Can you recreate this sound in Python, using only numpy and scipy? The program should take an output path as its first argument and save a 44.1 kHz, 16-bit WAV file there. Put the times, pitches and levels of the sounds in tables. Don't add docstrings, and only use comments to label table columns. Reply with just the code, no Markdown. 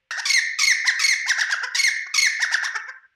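import sys
import numpy as np
from scipy import signal
from scipy.fft import rfft, irfft
from scipy.io import wavfile
from scipy.ndimage import uniform_filter1d

SR = 44100
rng = np.random.default_rng(int(sys.argv[2]) if len(sys.argv) > 2 else 0)


def gain_from_db(level_db):
    decades = np.asarray(level_db, float) / 20
    return 10 ** decades


def master(y):
    cut = np.clip(np.atleast_2d(y).T, -1, 1)
    pcm = np.round(cut * 32767)
    wavfile.write(sys.argv[1], SR, pcm.astype(np.int16))


N = 138915


def at_hz(points, hz, column=1):
    table = np.array(points)
    return np.interp(np.log(hz), np.log(table[:, 0]), table[:, column])


def coloured(spectrum, size):
    hz = np.maximum(np.arange(size // 2 + 1) * SR / size, 10)
    x = irfft(rfft(rng.standard_normal(size)) * gain_from_db(at_hz(spectrum, hz)), size)
    return x / x.std()


def wobble(size, hz):
    knots = np.clip(rng.standard_normal(200), -2, 2)
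    return np.interp(np.arange(size) * hz / SR, np.arange(200), knots)


def add(out, s, x):
    i = int(s * SR)
    out[i:i + len(x)] += x


def shape(length_s, swell_db):
    attack_s, release_s = 0.0025, 0.004
    t = np.arange(int(length_s * SR)) / SR
    u = t / length_s
    edge = np.clip(t / attack_s, 0, 1) * np.clip((length_s - t) / release_s, 0, 1)
    return u, np.sin(np.pi / 2 * edge) ** 2 * gain_from_db(swell_db * (u - .5))


# frequency in Hz, level in dB.
THROAT_COLOUR = [(400, -2.5), (1000, -7), (1900, 7), (3200, -10), (5600, -1.5), (7500, -19), (11000, -32),
                 (16000, -45)]


def voice(hz, odd_db, tilt_db, jitter, shimmer_db, dull_db=0, throat=THROAT_COLOUR):
    phase = 2 * np.pi * np.cumsum(hz * (1 + jitter * wobble(len(hz), 900))) / SR
    k = np.arange(1, 33)[:, None]
    level_db = at_hz(throat, k * hz) + (tilt_db + dull_db) * np.log2(k) + odd_db * (k % 2)
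    gain = gain_from_db(level_db) * (k * hz < 16300)
    drift = np.array([wobble(len(hz), 200) for _ in k])
    flicker = gain_from_db(np.clip(shimmer_db, 0, 5) * np.minimum(k * hz / 3000, 1) * drift)
    rms = np.sqrt(np.mean(np.sum(gain ** 2, axis=0)) / 2)
    return np.sum(gain * flicker * np.sin(k * phase + k * k), axis=0) / rms


def whistle(hz, dying, jitter, shimmer_db, dull_db=0):
    return voice(hz / 2, -24 + 9.5 * dying, 4.5, jitter, shimmer_db, dull_db)


def snap(breath, s, db):
    add(breath, s, gain_from_db(db - 5) * np.hanning(int(2 * SNAP_S * SR)))


SNAP_S = 0.0065


# frequency in Hz, level in dB per Hz.
FLOOR_COLOUR = [(20, -9.5), (80, -5), (250, -17), (1200, -17.5), (1900, -7), (3000, -11.5), (4000, -19),
                (16000, -49)]


def surroundings():
    floor_db = -77
    coo_s, coo_length_s, coo_hz, coo_db = 0.0, 0.09, 527, -80
    puff_s, puff_length_s, puff_hz, puff_db = 2.17, 0.057, 110, -56
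    out = gain_from_db(floor_db) * coloured(FLOOR_COLOUR, N)
    t = np.arange(int(coo_length_s * SR)) / SR
    add(out, coo_s, gain_from_db(coo_db) * np.hanning(len(t)) ** .5 * np.sin(2 * np.pi * coo_hz * t))
    puff_colour = [(20, -8), (puff_hz, 0), (1.4 * puff_hz, -25), (1000, -70)]
    puff = coloured(puff_colour, int(puff_length_s * SR))
    add(out, puff_s, gain_from_db(puff_db) * np.hanning(len(puff)) * puff)
    return out


# frequency in Hz, level in dB per Hz.
BREATH_COLOUR = [(500, -36), (1200, -30), (2200, -2), (3600, 0), (5600, 7.5), (7500, -10.5), (11000, -18.5),
                 (16000, -33)]


def breath_hiss():
    return coloured(BREATH_COLOUR, N)


# frequency in Hz, level in dB.
SHUT_BEAK = [(400, -27), (1000, -11), (1600, 0), (2600, -18), (4000, -26), (5600, -13), (7500, -30),
             (16000, -50)]
# start in seconds, length in seconds, first and last pitch in Hz, level in dB.
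CHUCK_SLIDES = [
    (0.057, .036, 552, 1007, -27),
    (0.166, 0.041, 478.8, 947, -27.5),
    (0.843, 0.035, 598, 1090, -29),
    (1.257, .040, 648.5, 1090, -27.5),
    (1.373, .033, 500, 971, -27.5),
    (1.492, 0.026, 526, 1059, -29),
    (2.392, 0.036, 606, 1013, -29),
    (2.508, 0.03, 524.5, 994, -26.5),
    (2.623, 0.033, 492.5, 1145, -27),
]
# start in seconds, length in seconds, first and last pitch in Hz,
# level in dB.
CHUCK_DROPS = [
    (0.087, .028, 1949, 1262, -18),
    (0.878, 0.032, 2102, 1462, -16),
    (1.298, 0.028, 2052, 1423, -15),
    (1.411, 0.024, 1972, 1316, -16.5),
    (1.523, 0.025, 1718, 1297, -17),
    (2.426, 0.027, 2002, 1310, -16.5),
    (2.541, 0.02, 1891, 1285, -16),
    (2.657, 0.025, 1952, 1197, -24.5),
]


def chucks(hiss):
    out, breath = np.zeros(N), np.zeros(N)
    for s, length, start, end, db in CHUCK_SLIDES:
        u, env = shape(length, 4.8)
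        pitch = end - (end - start) * (1 - u) ** 1.6
        tone = voice(pitch, 0, 1, jitter=.045, shimmer_db=5, dull_db=-4 * (1 - u) ** 2, throat=SHUT_BEAK)
        add(out, s, gain_from_db(db) * env * np.clip(u / .3, 0, 1) * tone)
        add(breath, s, gain_from_db(db - 1.5) * env * u * gain_from_db(3 * wobble(len(u), 300)))
    for s, length, start, end, db in CHUCK_DROPS:
        u, env = shape(length, 7.5)
        pitch = start - (start - end) * u ** 1.2
        dull_db = -9 * u ** 0.78 - 0.79 * (2200 - start) / 100
        add(out, s, gain_from_db(db) * env * whistle(pitch, u ** 4, jitter=0.014, shimmer_db=4.0, dull_db=dull_db))
        snap(breath, s - SNAP_S, db)
    return out + breath * hiss


# frequency in Hz, time to die by 60 dB in seconds, level in dB.
WALL_ECHO = [(400, 0.97, -8.5), (1120, 0.67, -2), (2200, 0.93, 5.5), (4400, 0.91, -6), (8400, 0.44, -1.5),
             (16000, .25, 1)]


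def walls(x):
    wet_db, first_echo_s, build_s = -4, 0.002, 0.013
    grain_db, grain_hz, smooths_s = 3.5, 190, 0.08
    size, edges = SR, 250 * 2 ** np.arange(0, 6.3, .5)
    t = np.arange(size) / SR
    white = rng.standard_normal((2, size))
    answer = 0
    for k, (low, high) in enumerate(zip(edges, edges[1:])):
        hz = np.sqrt(low * high)
        band = signal.sosfilt(signal.butter(2, [low, high], "band", fs=SR, output="sos"), white[k % 2])
        t60 = at_hz(WALL_ECHO, hz)
        decay = gain_from_db(at_hz(WALL_ECHO, hz, column=2) - 60 * t / t60)
        answer = answer + band * decay / np.sqrt(t60 * SR / 14)
    build = np.clip((t - first_echo_s) / build_s, 0, 1)
    grain = gain_from_db(grain_db * np.exp(-t / smooths_s) * wobble(size, grain_hz))
    return gain_from_db(wet_db) * signal.fftconvolve(x, answer * build * grain)[:N]


# start in seconds, length in seconds, pitch in Hz, level in dB.
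CALL_RASPS = [
    (0.253, 0.048, 1184, -24),
    (0.586, 0.042, 1272, -21.5),
    (0.992, 0.042, 1293, -23),
    (1.746, .048, 985, -23.5),
    (2.139, 0.034, 1276, -22),
]


def rasps(hiss):
    settles_hz, break_db = 1123.8, -6
    out, breath = np.zeros(N), np.zeros(N)
    for s, length, hz, db in CALL_RASPS:
        u, env = shape(length, 0)
        arch = hz * (1 - 0.0945 * np.clip((u - .17) / 0.1825, -1, 1) ** 2)
        settled = np.clip((u - .4) / 0.179, 0, 1)
        broken = np.sin(np.pi * np.clip((u - .25) / 0.51, 0, 1))
        pitch = arch + (settles_hz - arch) * settled
        burst_db = 3.5 * np.exp(-((u - .25) / 0.1) ** 2)
        tone = voice(pitch / 2, -26 + 15 * broken, 3.5, jitter=.014 + .05 * broken, shimmer_db=5)
        add(out, s, gain_from_db(db + break_db * broken + burst_db) * env * tone)
        add(breath, s, gain_from_db(db - 7 + 4 * broken) * env * gain_from_db(2.5 * wobble(len(u), 400)))
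    return out + breath * hiss


# start in seconds, length in seconds, pitch in Hz, level in dB.
HELD_WHISTLES = [
    (.300, 0.015, 2192, -15),
    (.632, .018, 2200, -14.5),
    (1.039, 0.023, 2200, -15),
    (1.792, .020, 2199, -16),
    (2.18, 0.019, 2200, -13.5),
]
# start in seconds, length in seconds, first and last pitch in Hz, level in dB.
FALLING_WHISTLES = [
    (0.336, 0.063, 2143, 1683, -17.5),
    (.672, 0.056, 2160, 1656, -16.5),
    (1.084, 0.061, 2152, 1620, -18.5),
    (1.837, .057, 2163, 1592, -17),
    (2.221, 0.057, 2177, 1614, -17),
]


def long_calls(hiss):
    out, breath = np.zeros(N), np.zeros(N)
    for (s, length, hz, db), fall in zip(HELD_WHISTLES, FALLING_WHISTLES):
        u, env = shape(length, 0)
        pitch = hz * (1 - 0.011 * u - 0.04 * u ** 9)
        add(out, s, gain_from_db(db) * env * whistle(pitch, u ** 6, jitter=.003, shimmer_db=.7))
        for at in (s - SNAP_S, s + length - SNAP_S / 2, fall[0] - SNAP_S):
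            snap(breath, at, db)
        gap_s = fall[0] - s - length
        add(breath, s + length, gain_from_db(db - 30.5) * np.ones(int(gap_s * SR)))
    for s, length, start, end, db in FALLING_WHISTLES:
        u, env = shape(length, 2.5)
        pitch = start - (start - end) * u ** 2.3
        tone = whistle(pitch, u ** 4, jitter=0.0024, shimmer_db=3.53, dull_db=-6.5 * u ** 1.65)
        add(out, s, gain_from_db(db) * env * tone)
    return out + breath * hiss


# start in seconds, length in seconds, start pitch in Hz, top pitch in Hz, level in dB.
LOW_CROAKS = [
    (1.614, .052, 251, 513.7, -26),
    (2.06, 0.018, 345, 374, -37),
    (2.735, .050, 239.2, 451.5, -27.5),
    (2.868, 0.044, 436, 540.7, -34),
]


def croaks():
    top_at, sag = .6, .2
    out = np.zeros(N)
    for s, length, start, top, db in LOW_CROAKS:
        u, env = shape(length, 0)
        before = np.clip(1 - u / top_at, 0, 1)
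        after = np.clip((u - top_at) / (1 - top_at), 0, 1)
        pitch = top - (top - start) * before ** 1.6 - sag * top * after ** 2
        odd_db = -22 * np.clip((1 - pitch / top - .1) / .1, 0, 1) * (u < top_at)
        swell = gain_from_db(-16 * before ** 2.25 - 7.9 * after ** 0.89)
        dull_db = -4 * (before + after)
        tone = voice(pitch, odd_db, 0, jitter=.02, shimmer_db=5, dull_db=dull_db, throat=SHUT_BEAK)
        add(out, s, gain_from_db(db) * env * swell * tone)
    return out


# frequency in Hz, threshold in dB.
SUPPRESSOR_THRESHOLD = [(300, -87), (1200, -72), (2200, -54.5), (4000, -62), (8000, -71), (16000, -76.5)]


def suppressor(x):
    quiet_db, depth_db = -40, -22
    hz, _, bins = signal.stft(x, SR, nperseg=512)
    power = uniform_filter1d(np.abs(bins) ** 2, size=7, axis=0)
    power = uniform_filter1d(power, size=3, axis=1)
    over = power / gain_from_db(2 * at_hz(SUPPRESSOR_THRESHOLD, np.maximum(hz, 10)))[:, None]
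    loud = power.sum(axis=0) / gain_from_db(2 * quiet_db)
    gain = np.maximum(over / (1 + over) * np.sqrt(loud / (1 + loud)), gain_from_db(depth_db))
    return signal.istft(bins * gain, SR, nperseg=512)[1][:N]


def scene():
    cut_s, fade_s = 0.1085, 0.0001
    hiss = breath_hiss()
    bird = chucks(hiss) + rasps(hiss) + long_calls(hiss) + croaks()
    heard = (bird + walls(bird)) * np.clip((np.arange(N) / SR - cut_s) / fade_s, 0, 1)
    return (suppressor(heard) + surroundings())[None]


def band_limit(x):
    return signal.sosfilt(signal.butter(12, 16820, fs=SR, output="sos"), x)


def record(dry):
    return band_limit(dry)


dry = scene()
out = record(dry)
master(out)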